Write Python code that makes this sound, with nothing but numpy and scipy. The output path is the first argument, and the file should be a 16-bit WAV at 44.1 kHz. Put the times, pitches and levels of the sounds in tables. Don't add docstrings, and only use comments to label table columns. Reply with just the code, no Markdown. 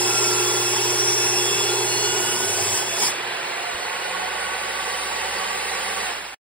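import sys
import numpy as np
from scipy import signal
from scipy.io import wavfile
from scipy.ndimage import uniform_filter1d

SR = 44100
rng = np.random.default_rng(int(sys.argv[2]) if len(sys.argv) > 2 else 0)


def int16_out(signal):
    q = np.round(np.clip(np.atleast_2d(signal).T, -1, 1) * 32767)
    wavfile.write(sys.argv[1], SR, q.astype(np.int16))


N = 288855

# time in seconds, blade turns per second.
LOADED_SPEED = [(0.0, 57.6), (0.15, 57.35), (0.33, 56.83), (0.5, 57.12), (0.8, 58.35), (1.03, 58.63),
                (1.2, 58.37), (1.42, 57.66), (1.6, 58.05), (1.8, 58.87), (1.97, 59.85), (2.28, 60.6),
                (2.4, 61.2), (2.55, 61.9), (2.7, 62.98), (2.85, 63.5), (3.0, 62.0), (3.12, 58.5)]
FREE_TURNS_PER_S, SPIN_UP_S = 71.0, .63
OFF_S, RUN_DOWN_PER_S2 = 6.035, 68
TOOTH_COUNT, GEAR = 24, 5.385

WHINE_MULTIPLES = [1, 2, 3, 4, 5, 4.5, 5.5]
WHINE_BED_DB = [-48.5, -50, -54, -44.5, -47.5, -50, -54]
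# start in seconds, end in seconds, tooth multiple, level in dB.
WHINE_SWELLS = [(0.1, 0.42, 1, -38), (0.48, 0.68, 1, -41), (1.75, 2.0, 1, -47), (2.04, 2.58, 1, -40.5),
                (0.36, 0.5, 2, -43), (0.7, 0.9, 2, -42), (1.22, 1.4, 2, -39), (1.5, 1.72, 2, -40.5),
                (1.92, 2.33, 2, -37), (1.66, 1.86, 3, -42), (1.9, 2.06, 3, -35), (0.0, 0.1, 4, -36),
                (0.18, 0.33, 4, -32), (0.44, 0.6, 4, -40), (0.68, 0.95, 4, -32.5), (1.0, 1.4, 4, -28),
                (1.46, 1.68, 4, -35.5), (2.04, 2.2, 4, -35), (2.66, 2.78, 4, -41), (2.04, 2.19, 5, -38),
                (0.68, 1.42, 4.5, -40), (1.86, 1.98, 4.5, -40), (1.55, 1.75, 5.5, -46),
                (2.0, 2.3, 5.5, -42)]
WHINE_END_S, SWELL_EDGE_DB_PER_S = 2.85, 223.5
# time in seconds, level in dB.
STRAY = [(0, -38), (.28, -43), (.4, -62)]
STRAY_PER_TURN = 90

# time in seconds, chewing in dB, plank rattle in dB.
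CUT = [(0.0, -32, -36.5), (0.35, -32.5, -37), (0.6, -33.5, -38.5), (1.45, -33.5, -38), (1.9, -35, -35.5),
       (2.14, -35, -35.5), (2.3, -34, -40), (2.45, -34.5, -37), (2.78, -31.5, -41.5), (2.84, -39, -47),
       (2.96, -37.5, -49), (3.04, -28.5, -40.5), (3.09, -32.5, -58), (3.13, -45.5, -66.5), (3.2, -54, -63)]
# frequency in Hz, relative level in dB per Hz.
CHEW_COLOUR = [(35, -45.5), (60, -14.5), (150, -17), (190, -6), (240, -9), (300, -10), (600, -4.5),
               (850, -1), (1100, -3), (1300, -9), (2150, -13), (2500, -10), (3300, -8), (4100, -11),
               (5000, -2.5), (6000, -1), (7000, -4.5), (8500, -6.5), (10000, -8), (10600, -9), (11150, -13),
               (12000, -14), (16000, -17)]
BLADE_HZ = [1700, 1990, 2245, 3170, 3790, 4600, 4780, 5050, 5255, 5450, 5810, 6030, 6150, 6326, 6630, 7040,
            7235, 7535, 7850, 8075, 8700, 9300, 9580, 9780, 10228, 10370, 10930, 11295]
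BLADE_DB = [-51.5, -51, -44.5, -54, -55.5, -47, -51, -49, -43, -44, -46, -43, -44, -49, -50, -49, -50, -51,
            -54, -50, -52, -48.5, -50, -52, -49, -50, -52, -50]
# pitch in Hz, width of one filter pass in Hz, relative level in dB.
PLANK = [(382.5, 96, 0.5), (403.2, 58, 3), (435, 55, -1.5), (469.7, 50, -6), (816, 170, 0.5),
         (930, 240, -0.5)]
# time in seconds, pitch in Hz, level in dB.
SQUEAL = [(2.9, 5150, -50.5), (3.02, 5270, -32), (3.045, 5100, -29), (3.085, 5300, -31), (3.12, 5330, -73)]

# pitch in Hz before the rise, blur in Hz, roughness as a ratio.
SINGING_MODES = [(2632, 45, 1.5), (3381, 28, .6), (10228, 30, .8), (6150, 35, .8)]
SINGING_BED_DB = [-43.5, -42, -56, -52]
# start in seconds, end in seconds, mode number 1 to 4, level in dB.
SINGING_SWELLS = [(0.034, 0.455, 1, -36.5), (0.6, 0.85, 1, -38.5), (1.2, 1.4, 1, -36.5),
                  (1.5, 1.783, 1, -38), (2.15, 2.326, 1, -39), (2.5, 2.747, 1, -40.5),
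                  (0.473, 0.564, 2, -34), (0.6, 1.3, 2, -40.5), (1.38, 1.837, 2, -34.5),
                  (2.1, 2.27, 2, -39.5), (2.38, 2.434, 2, -38.5), (2.6, 2.76, 2, -41),
                  (3.044, 3.123, 2, -39), (0.28, 0.4, 3, -44), (2.2, 2.55, 3, -43), (0.08, 0.6, 4, -37)]
SINGING_END_S = 3.15
FREED_S, FREED_RISE = 2.8, .011
# pitch in Hz, relative level in dB.
RING_OUT_MODES = [(2350, -39), (3060, -43), (3740, -45), (4230, -48), (4400, -51), (4690, -48), (4880, -51)]
# time in seconds, gain in dB.
RING_OUT = [(3.02, -30), (3.07, -1), (3.14, -5), (3.4, -17), (3.6, -32)]

# time in seconds, roar in dB, hiss in dB, gain of the
# armature and casing tones in dB.
MOTOR = [(0, -36, -47, -8), (2.8, -36, -52, -6), (3.25, -32.5, -50.5, -6), (3.44, -33, -48.5, -5.5),
         (3.8, -34, -47.5, -2), (4.18, -34.5, -47, 2), (4.6, -34, -46.5, 1), (4.91, -34, -44, 2.5),
         (6.09, -33, -43, 2), (6.17, -36, -48.5, -6), (6.33, -41.5, -53.5, -3)]
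# frequency in Hz, relative level in dB per Hz.
ROAR_COLOUR = [(40, -38), (100, -21), (160, -19), (270, -14.5), (310, -12), (380, -4.5), (620, -7),
               (780, 0.5), (950, -2), (1280, -5.5), (1500, -1), (2000, -4), (2400, -2), (2800, -4),
               (4000, -12), (4500, -14), (6000, -24), (16000, -34.5)]
# frequency in Hz, relative level in dB per Hz.
HISS_COLOUR = [(1500, -27.5), (4000, 1.5), (6000, -2), (9000, -6), (13500, -8.5), (14500, -20.5),
               (16000, -9.5)]
# multiple of motor turns, relative level in dB.
ARMATURE = [(.5, -61), (1, -58), (2, -44), (3, -43), (4, -44), (5, -48), (5.5, -49), (7, -48), (8, -49),
            (10, -54)]
# frequency in Hz, gain in dB.
VENTS = [(600, 0), (690, 6), (765, -1), (1040, -6), (1090, 0), (1150, 0), (1400, -6), (1455, 4), (1500, 3),
         (1525, -6), (1700, 0)]
COASTING_LOSS_DB = .8
# pitch in Hz, width of one filter pass in Hz, relative level in dB.
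CASING = [(514, 230, -48.5), (872, 195, -45), (1950, 330, -48.5)]
# multiple of blade turns, level in dB.
WOBBLE = [(1, -55), (3, -60)]
# time in seconds, gain in dB.
HUM_LOAD = [(0.0, -1.5), (0.4, 0), (1.9, -2), (2.3, -3.5), (2.44, -7), (2.5, -9), (2.92, -11), (3.28, -18),
            (3.36, -19), (3.9, -22), (4.5, -22), (6.03, -26.5), (6.06, -60)]
# pitch in Hz, roughness as a ratio.
HUM_LINES = [(119.8, .06), (239.6, .3), (359.5, .2)]
HUM_DB = [-43, -60, -33.5]
# time in seconds, level in dB.
HUM_BUZZ = [(2.12, -66.5), (2.2, -51), (2.45, -52), (2.55, -65)]
# multiple of motor turns, level in dB.
COMMUTATOR = [(12, -52), (24, -48)]
COMMUTATOR_SLOPE_DB = [-.6, 1.8]
COMMUTATOR_FADE_DB_PER_S = 90

# time in seconds, level in dB.
SHUDDER = [(2.42, -64.5), (2.48, -47), (2.74, -45.5), (2.79, -74)]
SHUDDER_HZ = 101.5
THUD_S, THUD_HZ, THUD_DB, THUD_T60_S = 3.745, 70, -41, .15

# frequency in Hz, phase of left ahead of right in half turns, random spread
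# of that phase in radians before the flicker share, left minus right in dB.
STEREO_IMAGE = [(150, 0, .05, 0), (300, -.15, .15, -1.5), (500, -.25, .5, -1), (750, -.5, 1.0, -7),
                (920, -.5, 1.0, 0), (1140, -.25, 1.3, -9), (1450, -.1, 1.15, -2), (1900, 0, .85, -2),
                (2700, .57, 1.3, -2), (4000, .32, 1.2, -1.5), (4700, .5, 1.6, 0), (5300, .68, 1.0, 0),
                (5620, .82, .5, 0), (5800, 1, 0, 0), (6650, 1, 0, 0), (7200, 1.5, 1.2, 0), (7800, 2, 0, 0),
                (10000, 2, 0, 0), (10800, 2.45, 1.3, 0), (11600, 3, 0, 0), (13200, 3, 0, 0),
                (13800, 3.5, 1.3, 0), (14500, 4, 0, 0)]
# frequency in Hz, left minus right in dB.
CLEAN_SIDES = [(1400, -9), (2350, 0), (2630, 3), (2720, -6), (3000, -7), (3380, -1), (4200, -2), (4600, -4),
               (5300, 0)]
# time in seconds, gain in dB.
ENDING = [(6.343, 3.5), (6.35, -17), (6.385, -64), (6.4, -120)]
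CUTOFF_HZ = 15720


def teeth(blade_hz):
    levels_db = swells(WHINE_BED_DB, WHINE_MULTIPLES, WHINE_SWELLS, WHINE_END_S)
    whine = sum(from_db(db) * tone(k * TOOTH_COUNT * blade_hz, blur_hz=24, rough=.33)
                for k, db in zip(WHINE_MULTIPLES, levels_db))
    stray_db, = in_time(STRAY, after=-200)
    return whine + from_db(stray_db) * tone(STRAY_PER_TURN * blade_hz, blur_hz=15, rough=.4)


def cut(blade_hz, chew_db, rattle_db):
    uneven_db = 2.4 * rng.standard_normal(N) + 0.26 * drift(68)
    fibres = rms_one(rng.standard_normal(N) * from_db(uneven_db))
    turns = np.cumsum(blade_hz) / SR
    fibres = fibres * (1 + 0.2 * np.sin(2 * np.pi * TOOTH_COUNT * turns))
    chew = from_db(chew_db + 6) * coloured(fibres, CHEW_COLOUR, patchy_db=2.5)

    ringing = sum(from_db(db + 3.0 * drift(3.5)) * resonance(fibres, hz, width_hz=45 + hz / 150)
                  for hz, db in zip(BLADE_HZ, BLADE_DB))
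    ringing = ringing * from_db(chew_db - np.max(chew_db) - 0.5)

    squeal_hz, squeal_db = in_time(SQUEAL)
    squeal = from_db(squeal_db) * tone(squeal_hz, blur_hz=500, rough=4.0)

    plank = rms_one(sum(from_db(db) * resonance(fibres, hz, width_hz) for hz, width_hz, db in PLANK))
    rattle = from_db(rattle_db + 3.5 + 0.58 * drift(40)) * plank
    return chew + ringing + squeal + rattle


def singing():
    rise = 1 + FREED_RISE * np.clip((np.arange(N) / SR - FREED_S) / .15, 0, 1)
    mode_numbers = range(1, len(SINGING_MODES) + 1)
    levels_db = swells(SINGING_BED_DB, mode_numbers, SINGING_SWELLS, SINGING_END_S)
    held = sum(from_db(db) * tone(hz * rise, blur_hz, rough)
               for (hz, blur_hz, rough), db in zip(SINGING_MODES, levels_db))
    after = sum(from_db(db) * tone(hz, blur_hz=20, rough=.7) for hz, db in RING_OUT_MODES)
    return held + from_db(in_time(RING_OUT)[0]) * after


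def motor(blade_hz, powered_hz):
    roar_db, hiss_db, tones_db = in_time(MOTOR)
    turns_hz = GEAR * blade_hz
    air = rng.standard_normal(N)
    roar = from_db(roar_db + 2) * coloured(air, ROAR_COLOUR, patchy_db=0.1)
    hiss = from_db(hiss_db + 7.0) * coloured(rng.standard_normal(N), HISS_COLOUR, patchy_db=2.5)

    armature = sum(from_db(db + at_hz(VENTS, k * turns_hz)[0]) * tone(k * turns_hz, blur_hz=14 * k, rough=.9)
                   for k, db in ARMATURE)
    casing = sum(from_db(db) * resonance(air, hz, width_hz) for hz, width_hz, db in CASING)
    coasting_db = COASTING_LOSS_DB * (powered_hz - blade_hz)
    tones = from_db(tones_db - coasting_db) * (armature + casing)

    near_top_db = 2.2 * (powered_hz - FREE_TURNS_PER_S) + 0.51 * (blade_hz - powered_hz) - 1.5
    wobble = sum(from_db(db + near_top_db) * tone(k * blade_hz, blur_hz=3.4, rough=0.15)
                 for k, db in WOBBLE)

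    load_db, = in_time(HUM_LOAD, after=-200)
    hum = sum(from_db(db + load_db) * tone(hz, blur_hz=5.3, rough=rough)
              for (hz, rough), db in zip(HUM_LINES, HUM_DB))
    buzz_db, = in_time(HUM_BUZZ, after=-200)
    buzz = from_db(buzz_db) * tone(HUM_LINES[1][0], blur_hz=6.0, rough=0.17)
    return roar + hiss + tones + wobble + hum + buzz


def commutator(blade_hz, powered_hz):
    t = np.arange(N) / SR
    free_s = LOADED_SPEED[-1][0]
    until_clear_s = np.clip(free_s + .2 - t, 0, .2)
    fade_db = COMMUTATOR_FADE_DB_PER_S * (np.maximum(t - OFF_S, 0) + until_clear_s)
    above_idle = powered_hz - FREE_TURNS_PER_S
    return sum(from_db(db + slope_db * above_idle + 2.2 * drift(3) - fade_db)
               * tone(k * GEAR * blade_hz, blur_hz=12, rough=.3)
               for (k, db), slope_db in zip(COMMUTATOR, COMMUTATOR_SLOPE_DB))


def stand():
    since_s = np.maximum(np.arange(N) / SR - THUD_S, 0)
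    thud = from_db(THUD_DB - 60 * since_s / THUD_T60_S) * np.sin(2 * np.pi * THUD_HZ * since_s)
    return from_db(in_time(SHUDDER)[0]) * tone(SHUDDER_HZ, blur_hz=8, rough=0.2) + thud


def stereo(x, flicker_share, sides=None):
    hz, _, z = signal.stft(x, SR, nperseg=1024)
    half_turns, spread, lean_db = (c[:, None] for c in at_hz(STEREO_IMAGE, hz))
    if sides:
        lean_db = at_hz(sides, hz)[0][:, None]
    flicker = rms_one(uniform_filter1d(rng.standard_normal(z.shape), size=2, axis=0))
    phase = np.pi * half_turns + flicker_share * spread * flicker
    pair = [z * np.exp(.5j * s * phase) * from_db(.5 * s * lean_db) for s in (1, -1)]
    return signal.istft(np.array(pair), SR, nperseg=1024)[1][:, :N]


def speed():
    t = np.arange(N) / SR
    free_s, free_from = LOADED_SPEED[-1]
    spin_up = (FREE_TURNS_PER_S - free_from) * (1 - np.exp(-np.maximum(t - free_s, 0) / SPIN_UP_S))
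    return in_time(LOADED_SPEED)[0] + spin_up, RUN_DOWN_PER_S2 * np.maximum(t - OFF_S, 0)


def swells(bed_db, names, rows, end_s):
    t = np.arange(N) / SR
    levels = [db + 2.2 * drift(4) for db in bed_db]
    for start_s, stop_s, which, db in rows:
        k = np.argmin(np.abs(np.subtract(names, which)))
        outside_s = np.maximum(np.maximum(start_s - t, t - stop_s), 0)
        levels[k] = np.maximum(levels[k], db - SWELL_EDGE_DB_PER_S * outside_s)
    return [db - SWELL_EDGE_DB_PER_S * np.maximum(t - end_s, 0) for db in levels]


def tone(hz, blur_hz, rough):
    phase = 2 * np.pi * (np.cumsum(hz + np.zeros(N)) / SR + rng.random())
    in_step = (1 + rough * drift(blur_hz)) * np.sin(phase)
    return rms_one(in_step + rough * drift(blur_hz) * np.cos(phase))


def resonance(x, hz, width_hz):
    r = np.exp(-np.pi * width_hz / SR)
    b, a = [1, 0, -1], [1, -2 * r * np.cos(2 * np.pi * hz / SR), r * r]
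    once = signal.lfilter(b, a, x)
    return rms_one(signal.lfilter(b, a, once))


def coloured(x, spectrum, patchy_db):
    hz, _, z = signal.stft(x, SR, nperseg=1024)
    z = z * from_db(at_hz(spectrum, hz)[0][:, None] + patchy_db * patches(z.shape))
    return rms_one(signal.istft(z, SR, nperseg=1024)[1][:N])


def patches(shape):
    across_hz = uniform_filter1d(rng.standard_normal(shape), size=3, axis=0)
    return rms_one(uniform_filter1d(across_hz, size=4, axis=1))


def drift(rate):
    r = np.exp(-80 * np.pi * rate / SR)
    noise = rng.standard_normal(N // 40 + 2002)
    slow = signal.lfilter([1], [1, -2 * r, r * r], noise)[2000:]
    return np.interp(np.arange(N) / 40, np.arange(len(slow)), rms_one(slow))


def in_time(rows, after=None):
    s, *columns = np.transpose(rows)
    return [np.interp(np.arange(N) / SR, s, c, right=after) for c in columns]


def at_hz(points, hz):
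    f, *columns = np.transpose(points)
    return [np.interp(np.log(hz + 1), np.log(f), c) for c in columns]


def from_db(db):
    return 10 ** (np.asarray(db) / 20)


def rms_one(x):
    return x / np.sqrt(np.mean(x ** 2) + 1e-20)


def scene():
    powered_hz, lost_hz = speed()
    blade_hz = powered_hz - lost_hz
    chew_db, rattle_db = in_time(CUT, after=-200)
    clean = teeth(blade_hz) + singing() + commutator(blade_hz, powered_hz)
    rest = cut(blade_hz, chew_db, rattle_db) + motor(blade_hz, powered_hz) + stand()
    return stereo(clean, flicker_share=0.23, sides=CLEAN_SIDES) + stereo(rest, flicker_share=0.97)


def record(dry):
    steep = signal.ellip(12, .5, 70, CUTOFF_HZ, fs=SR, output="sos")
    return signal.sosfilt(steep, dry * from_db(in_time(ENDING)[0]))


dry = scene()
out = record(dry)
int16_out(out)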